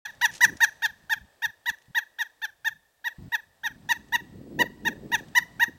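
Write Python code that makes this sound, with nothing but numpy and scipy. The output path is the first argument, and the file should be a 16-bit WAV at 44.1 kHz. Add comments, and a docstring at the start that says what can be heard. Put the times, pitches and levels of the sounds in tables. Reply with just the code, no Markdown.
"""A small camera wakes in a snowy yard and catches the end of a large woodpecker's first 'wuk'.
The bird, on a feeder post right in front, keeps calling about four times a second. Each short cry
swells with its breath, arches in pitch and collapses; then the house, sheds and trees answer it.
Claws scrape the post early on and now and then later. Wind rumbles on the microphone, most near the end.
All along the air hisses softly, and the camera's slow sampling mirrors the sound into the top octave."""
import sys
import numpy as np
from scipy import signal
from scipy.fft import rfft, irfft, next_fast_len
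from scipy.io import wavfile
from scipy.ndimage import uniform_filter1d

SR = 44100
rng = np.random.default_rng(int(sys.argv[2]) if len(sys.argv) > 2 else 0)


def to_wav(sig):
    """Store sig (one row per channel, or 1-D mono) as 16-bit WAV at the path in sys.argv[1].

    Samples outside -1..1 are clipped; the rate is SR.
    """
    pcm = np.clip(np.atleast_2d(sig), -1, 1) * 32767
    pcm = np.round(pcm).astype(np.int16)
    wavfile.write(sys.argv[1], SR, pcm.T)  # frames by channels


N = 254898
TIME = np.arange(N) / SR
CAMERA_HZ = 16000  # how often the camera samples the sound
LEAD_SHARE = .08  # a cry begins this share of its length early, so it can fade in


def woodpecker():
    """The bird calls again and again, each cry a little different."""
    # one row a cry: (time [s], length [s], top pitch [Hz], place of the top [0-1], level [dB],
    # boost of harmonics 1 and 3 [dB], brightness [dB])
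    notes = [(0.016, 0.049, 963.5, 0.39, -23.5, 1.5, 4.5), (0.213, 0.052, 981, 0.37, -20.5, 3, 5),
             (0.4079, 0.049, 991, 0.34, -15, -3.5, 3.5), (0.605, .047, 947, .37, -17, -2.5, 4),
             (0.8215, 0.045, 936, .36, -23.5, -0.5, 3.5), (1.097, 0.045, 932, 0.39, -23.5, -0.5, 0.5),
             (1.421, 0.043, 943, 0.4, -25.5, -1, 1), (1.6587, 0.047, 977, .38, -26, -1, 2.5),
             (1.9486, 0.046, 964.5, 0.35, -23, -2.5, -1.5), (2.1867, 0.044, 958, 0.29, -27.5, -2.5, 2),
             (2.418, .042, 910.5, 0.35, -30.5, -1.5, 5), (2.6472, 0.041, 926, 0.47, -24.5, -3.5, -1),
             (3.043, 0.044, 967, 0.4, -28.5, -1.5, -1.5), (3.3203, 0.041, 962, 0.3, -25, 0.5, -2),
             (3.6345, .046, 950.4, 0.3, -28.5, 1, 3.5), (3.8899, 0.04, 969, 0.4, -22.5, 4.5, 4),
             (4.1234, 0.041, 972.5, 0.51, -23, 5.5, 1), (4.59, 0.038, 983.5, 0.49, -20, 5, -1),
             (4.851, .038, 949.6, 0.36, -24, 3, 1), (5.1175, .043, 963, 0.34, -23.5, 5.5, 4.5),
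             (5.3512, .040, 997.7, 0.48, -17, 0.5, 1.5), (5.597, 0.048, 958.4, 0.58, -19.5, 0, -3)]
    out = np.zeros(N)
    for start, length, *shape in notes:
        add(out, start - LEAD_SHARE * length, cry(length, *shape))
    return out


def cry(length, top_hz, crest, db, odd_db, bright_db, ordinary_db=-23, turn=.73, effort_tilt=.45):
    """One 'wuk': a tone with harmonics (multiples of its pitch); the voice box turns rough as it lets go."""
    # how the throat and open bill favour some pitches: (frequency [Hz], gain [dB])
    throat = [(650, -19), (1000, -10), (1550, 0), (1950, 0), (2450, -12), (2800, -16), (3300, -16),
              (3750, -11), (4250, -17), (4750, -21), (5200, -24), (5900, -12), (6500, -19), (7600, -32)]
    progress = np.arange(-LEAD_SHARE, 1.35, 1 / (length * SR))  # 0 to 1 is the cry, then comes its tail
    size = len(progress)
    release = np.clip((progress - .8) / .1, 0, 1)
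    jitter = (.003 + .014 * release ** 2) * wander(1500, size)
    hz = pitch_arch(progress, length, top_hz, crest) * (1 + jitter)
    phase = 2 * np.pi * np.cumsum(hz) / SR
    effort_db = breath(progress)
    push_db = db - ordinary_db
    # from the turn on, membranes slap shut: the middle harmonics dip, then the high ones flare
    press = np.clip((progress - turn) / .16, 0, 1)
    harmonics = []
    for k in range(1, 10):
        dip = np.exp(-((progress - turn - .02 * rng.standard_normal()) / .048) ** 2)
        closing_db = 3.5 * np.log(k / 2) * press - 10 * dip * (k in (4, 5, 6))
        # the moving bill shifts the upper harmonics differently in every cry
        bill_db = 3.8 * (k > 2) * wander(70, size)
        flutter_db = .6 * wander(400, size)
        # the harder the bird presses, the stronger the harmonics above the third
        octaves_up = max(np.log2(k / 3), 0)
        tilt_db = effort_tilt * octaves_up * (np.maximum(effort_db, -5.75) + push_db)
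        gain = undb(effort_db + closing_db + bill_db + flutter_db + tilt_db)
        harmonics.append(gain * response(throat, k * hz) * np.sin(k * phase + k * k))
    # balance harmonics 1 to 4 and the rest; louder cries move energy from the fourth to those above
    groups = harmonics[:4] + [sum(harmonics[4:])]
    fourth_db = -12 + bright_db / 2 - .93 * max(push_db, 0)
    upper_db = -18 + bright_db + .27 * push_db
    gains = undb([-12.5 + odd_db, 0, -16.5 + odd_db, fourth_db, upper_db])
    tone = sum(gain * unit(group) for gain, group in zip(gains, groups))
    # air escapes once a cycle, most in the loudest and brightest cries
    puffs = rng.standard_normal(size) * (1 + np.cos(phase))
    air = colour(puffs, [(1200, -18.5), (2400, -5.5), (4500, -3.5), (6500, -8.5), (8000, -1)])
    rasp = unit(air * undb(effort_db + 10 * press)) * undb(-39 + bright_db + 1.3 * push_db)
    return undb(db) * (tone + rasp) * np.sqrt(length * SR / size)


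def pitch_arch(progress, length, top_hz, crest, usual_length_s=.044, sag_hz_per_s=6470, bend=1.8):
    """The pitch scoops up (long cries from further below), sags, then slumps as the breath goes."""
    before_top = np.maximum(1 - progress / crest, 0)
    after_top = np.clip((progress - crest) / (1 - crest), 0, 1)
    scoop_hz = 174.6 * (length / usual_length_s) ** 2.3 * before_top ** bend
    sag_hz = sag_hz_per_s * length * (1 - crest) * after_top ** bend
    slump = np.exp(-2.3 * np.maximum(progress - .95, 0))
    return (top_hz - scoop_hz - sag_hz) * slump


def breath(progress, peak_at=.73, cut_at=.95, swell_db=11.5, ease_db=5):
    """Breath pressure in dB: it starts fast, swells, eases, cuts off and leaves a weak fading tail."""
    rise_db = swell_db * np.minimum(progress / peak_at - 1, 0)
    fall_db = ease_db * np.clip((progress - peak_at) / (1 - peak_at), 0, 1)
    opens = 1 / (1 + np.exp(-progress / .015))
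    shuts = 1 / (1 + np.exp((progress - cut_at) / .014))
    tail = undb(-17 - 61 * np.maximum(progress - cut_at, 0))
    return rise_db - fall_db + 20 * np.log10(opens * np.maximum(shuts, tail))


def claws(grain_db=5):
    """Claws catch on wood fibres: brief bursts of uneven, bright grains."""
    # scrapes on the post: (time [s], a quarter of the length [s], level before halving [dB])
    scrapes = [(0.149, 0.0024, -58), (0.312, 0.012, -49), (0.336, .006, -43), (0.347, 0.014, -42.5),
               (0.378, 0.0038, -44.5), (0.568, 0.005, -47.5), (1.784, 0.0019, -58), (1.818, .005, -61),
               (1.857, 0.00098, -60.5), (4.083, .005, -62), (5.178, 0.01, -53), (5.284, 0.004, -57)]
    tone = [(300, -6), (1200, -7), (3000, 2), (4800, -.5), (6500, 3), (8000, -7.5), (9000, -28)]
    out = np.zeros(N)
    for start, quarter_s, db in scrapes:
        age = np.arange(int(4 * quarter_s * SR)) / (quarter_s * SR)
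        grains = rng.standard_normal(len(age)) * undb(grain_db * wander(1200, len(age)))
        burst = colour(grains * age * np.exp(-2 * age), tone)
        add(out, start, undb(db) / 2 * unit(burst))
    return out


def yard(sound, post_fade_s=.045, near_fade_s=.27, trees_fade_s=1.5):
    """Walls echo; the post adds a bright splash, nearby things a short scatter, trees a faint long wash."""
    # bounces off the house and sheds: (delay [s], gain before filtering [dB])
    echoes = [(.0095, -12), (0.032, -30.5), (0.0469, -19), (0.084, -34.5)]
    t = np.arange(SR) / SR
    walls = np.zeros(N)
    for delay, db in echoes:
        add(walls, delay, undb([db]))
    walls = colour(walls[:SR], [(500, -3), (1000, -3), (1900, -2), (2800, -8), (3700, -9), (7000, -16)])
    # many tiny echoes blur into noise that drops 60 dB in its fade time
    post = rng.standard_normal(SR) * undb(-60 * t / post_fade_s) * (t > .002)
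    post = colour(unit(post), [(1500, -13), (3000, 2.5), (5000, 7), (8000, 6)])
    near = rng.standard_normal(SR) * undb(-60 * t / near_fade_s) * (t > .003)
    near = colour(unit(near), [(500, -8.5), (1900, 10), (4000, 9), (6000, 11.5), (8000, 5)])
    trees = rng.standard_normal(SR) * undb(-60 * t / trees_fade_s) * np.minimum(t / .06, 1)
    trees = colour(unit(trees), [(500, 5), (1900, -1.5), (4000, .5), (7000, 0)])
    scatter = (undb(-24) * post + undb(-31) * near + undb(-35.5) * trees) / np.sqrt(SR)
    return signal.fftconvolve(sound, walls + scatter)[:N]


def wind(breeze_db=-50, calm_hz=48.3, rumble_hz=42):
    """Wind rumbles on the microphone: stronger gusts shed smaller, higher swirls over a bed of slow ones."""
    # wind strength at the microphone: (time [s], level [dB])
    strengths = [(.05, -67), (.5, -55), (.75, -71.5), (1.18, -59.5), (1.36, -78.5), (2.4, -90.5),
                 (2.74, -66.5), (2.93, -89.5), (3.35, -72), (3.56, -79), (3.7, -55), (4.3, -51.5),
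                 (4.6, -37.5), (4.76, -52), (4.86, -41.5), (5.18, -40.5), (5.34, -52.5), (5.78, -57)]
    # short blows of air: (time [s], length [s], level [dB], swirl pitch [Hz])
    buffets = [(0.436, .13, -44.5, 137.8), (1.209, 0.053, -52.5, 71.6), (1.459, 0.048, -56, 75.2),
               (1.691, .025, -51.5, 100), (1.88, 0.035, -53.5, 90), (3.18, .113, -43.5, 96.4),
               (4.59, .055, -30.5, 243.6), (5.68, 0.023, -42, 161)]
    strength_db = curve(strengths, TIME)
    above_breeze_db = strength_db - breeze_db
    gust_hz = calm_hz + 87 * undb(above_breeze_db) ** .34
    out = swirls(strength_db + 3 * wander(30), gust_hz)
    out += swirls(-64 + .65 * above_breeze_db, np.full(N, rumble_hz), per_second=200)
    for start, length, db, swirl_hz in buffets:
        size = int(length * SR)
        puff = swirls(np.zeros(size), np.full(size, swirl_hz))
        add(out, start, undb(db) * unit(puff * signal.windows.tukey(size, .2)))
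    return out


def swirls(strength_db, hz, per_second=900, spread_db=1.5, pitch_spread=.23):
    """Separate swirls of air, each a dip in pressure between two rises; small swirls are quicker."""
    out = np.zeros(N)
    count = int(per_second * len(hz) / SR) + 1
    centres = rng.integers(0, len(hz), count)
    for i, (smallness, force) in zip(centres, rng.standard_normal((count, 2))):
        pitch = hz[i] * np.exp(pitch_spread * smallness)
        angle = np.arange(-4, 4, 2 * np.pi * pitch / SR)
        pressure = (angle ** 2 - 1) * np.exp(-angle ** 2 / 2)
        swirl = unit(pressure) * np.sqrt(SR / per_second / len(angle))
        add(out, (i - len(angle) / 2) / SR, swirl * undb(strength_db[i] + spread_db * force))
    return out[:len(hz)]


def hiss(waver_db=.8):
    """Winter air and trees make a soft, slowly changing hiss."""
    # how loud the hiss is: (time [s], level [dB])
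    levels = [(.05, -64), (.45, -56), (.85, -66), (2.1, -69), (2.98, -74), (3.24, -61), (3.5, -71),
              (3.85, -63.5), (4.7, -63.5), (5.2, -58.5), (5.78, -63.5)]
    # the tone of the hiss: (frequency [Hz], gain [dB])
    tone = [(200, 3.5), (700, 12), (1300, 2.5), (2500, -2), (4000, -1.5), (5000, -2.5), (6300, -10.5),
            (7800, -4.5)]
    air = unit(cut_above(colour(rng.standard_normal(N), tone), CAMERA_HZ / 2))
    return air * undb(curve(levels, TIME) + waver_db * wander(10))


def undb(db):
    """Turn decibels into a number to multiply by."""
    return 10 ** (np.asarray(db) / 20)


def unit(x):
    """Scale a sound to an average (rms) size of 1."""
    return x / np.sqrt(np.mean(x ** 2) + 1e-20)


def curve(table, at):
    """Join the rows of a table by straight lines."""
    return np.interp(at, *np.transpose(table))


def response(table, hz):
    """Look up the multiplier for a pitch in a (frequency [Hz], gain [dB]) table."""
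    points, db = np.transpose(table)
    return undb(np.interp(np.log(hz + 1), np.log(points), db))


def colour(x, table):
    """Change a sound's tone by a (frequency [Hz], gain [dB]) table."""
    size = next_fast_len(2 * len(x))
    hz = np.arange(size // 2 + 1) * SR / size
    return irfft(rfft(x, size) * response(table, hz), size)[:len(x)]


def cut_above(x, hz):
    """Sharply remove everything above a frequency."""
    return signal.sosfilt(signal.ellip(10, .2, 70, hz, fs=SR, output="sos"), x)


def wander(per_second, size=N):
    """Drift smoothly between random values, mostly within -1 to 1."""
    hold = max(int(SR / per_second), 1)
    steps = np.repeat(rng.standard_normal(size // hold + 1), hold)
    return uniform_filter1d(steps, hold)[:size]


def add(track, start, sound):
    """Mix a sound into a track at a time in seconds."""
    i = max(int(start * SR), 0)
    track[i:i + len(sound)] += sound[:N - i]


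def scene():
    """The bird and its echoes in the yard, with wind and hiss."""
    bird = woodpecker() + claws()
    return (bird + yard(bird) + wind() + hiss())[None]


def record(dry, wake_s=.05, faint_hiss_db=-73, top_hz=16300):
    """The camera wakes just after the start; its slow sampling adds a faint mirror image in the treble."""
    # strength of the image above half the camera's sampling rate: (frequency [Hz], gain [dB])
    mirror = [(8000, 1), (8900, -3.5), (9500, -13), (11000, -11), (12500, -17.5), (14200, -22),
              (15000, -26), (15800, -30)]
    awake = np.clip((TIME - wake_s) / .026, 0, 1)
    sound = cut_above(dry[0] * awake, CAMERA_HZ / 2)
    image = cut_above(2 * sound * np.cos(2 * np.pi * CAMERA_HZ * TIME), CAMERA_HZ)
    faint_hiss = undb(faint_hiss_db) * awake * rng.standard_normal(N)  # even, reaches the top octave
    return cut_above(sound + colour(image, mirror) + faint_hiss, top_hz)[None]


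dry = scene()
out = record(dry)
to_wav(out)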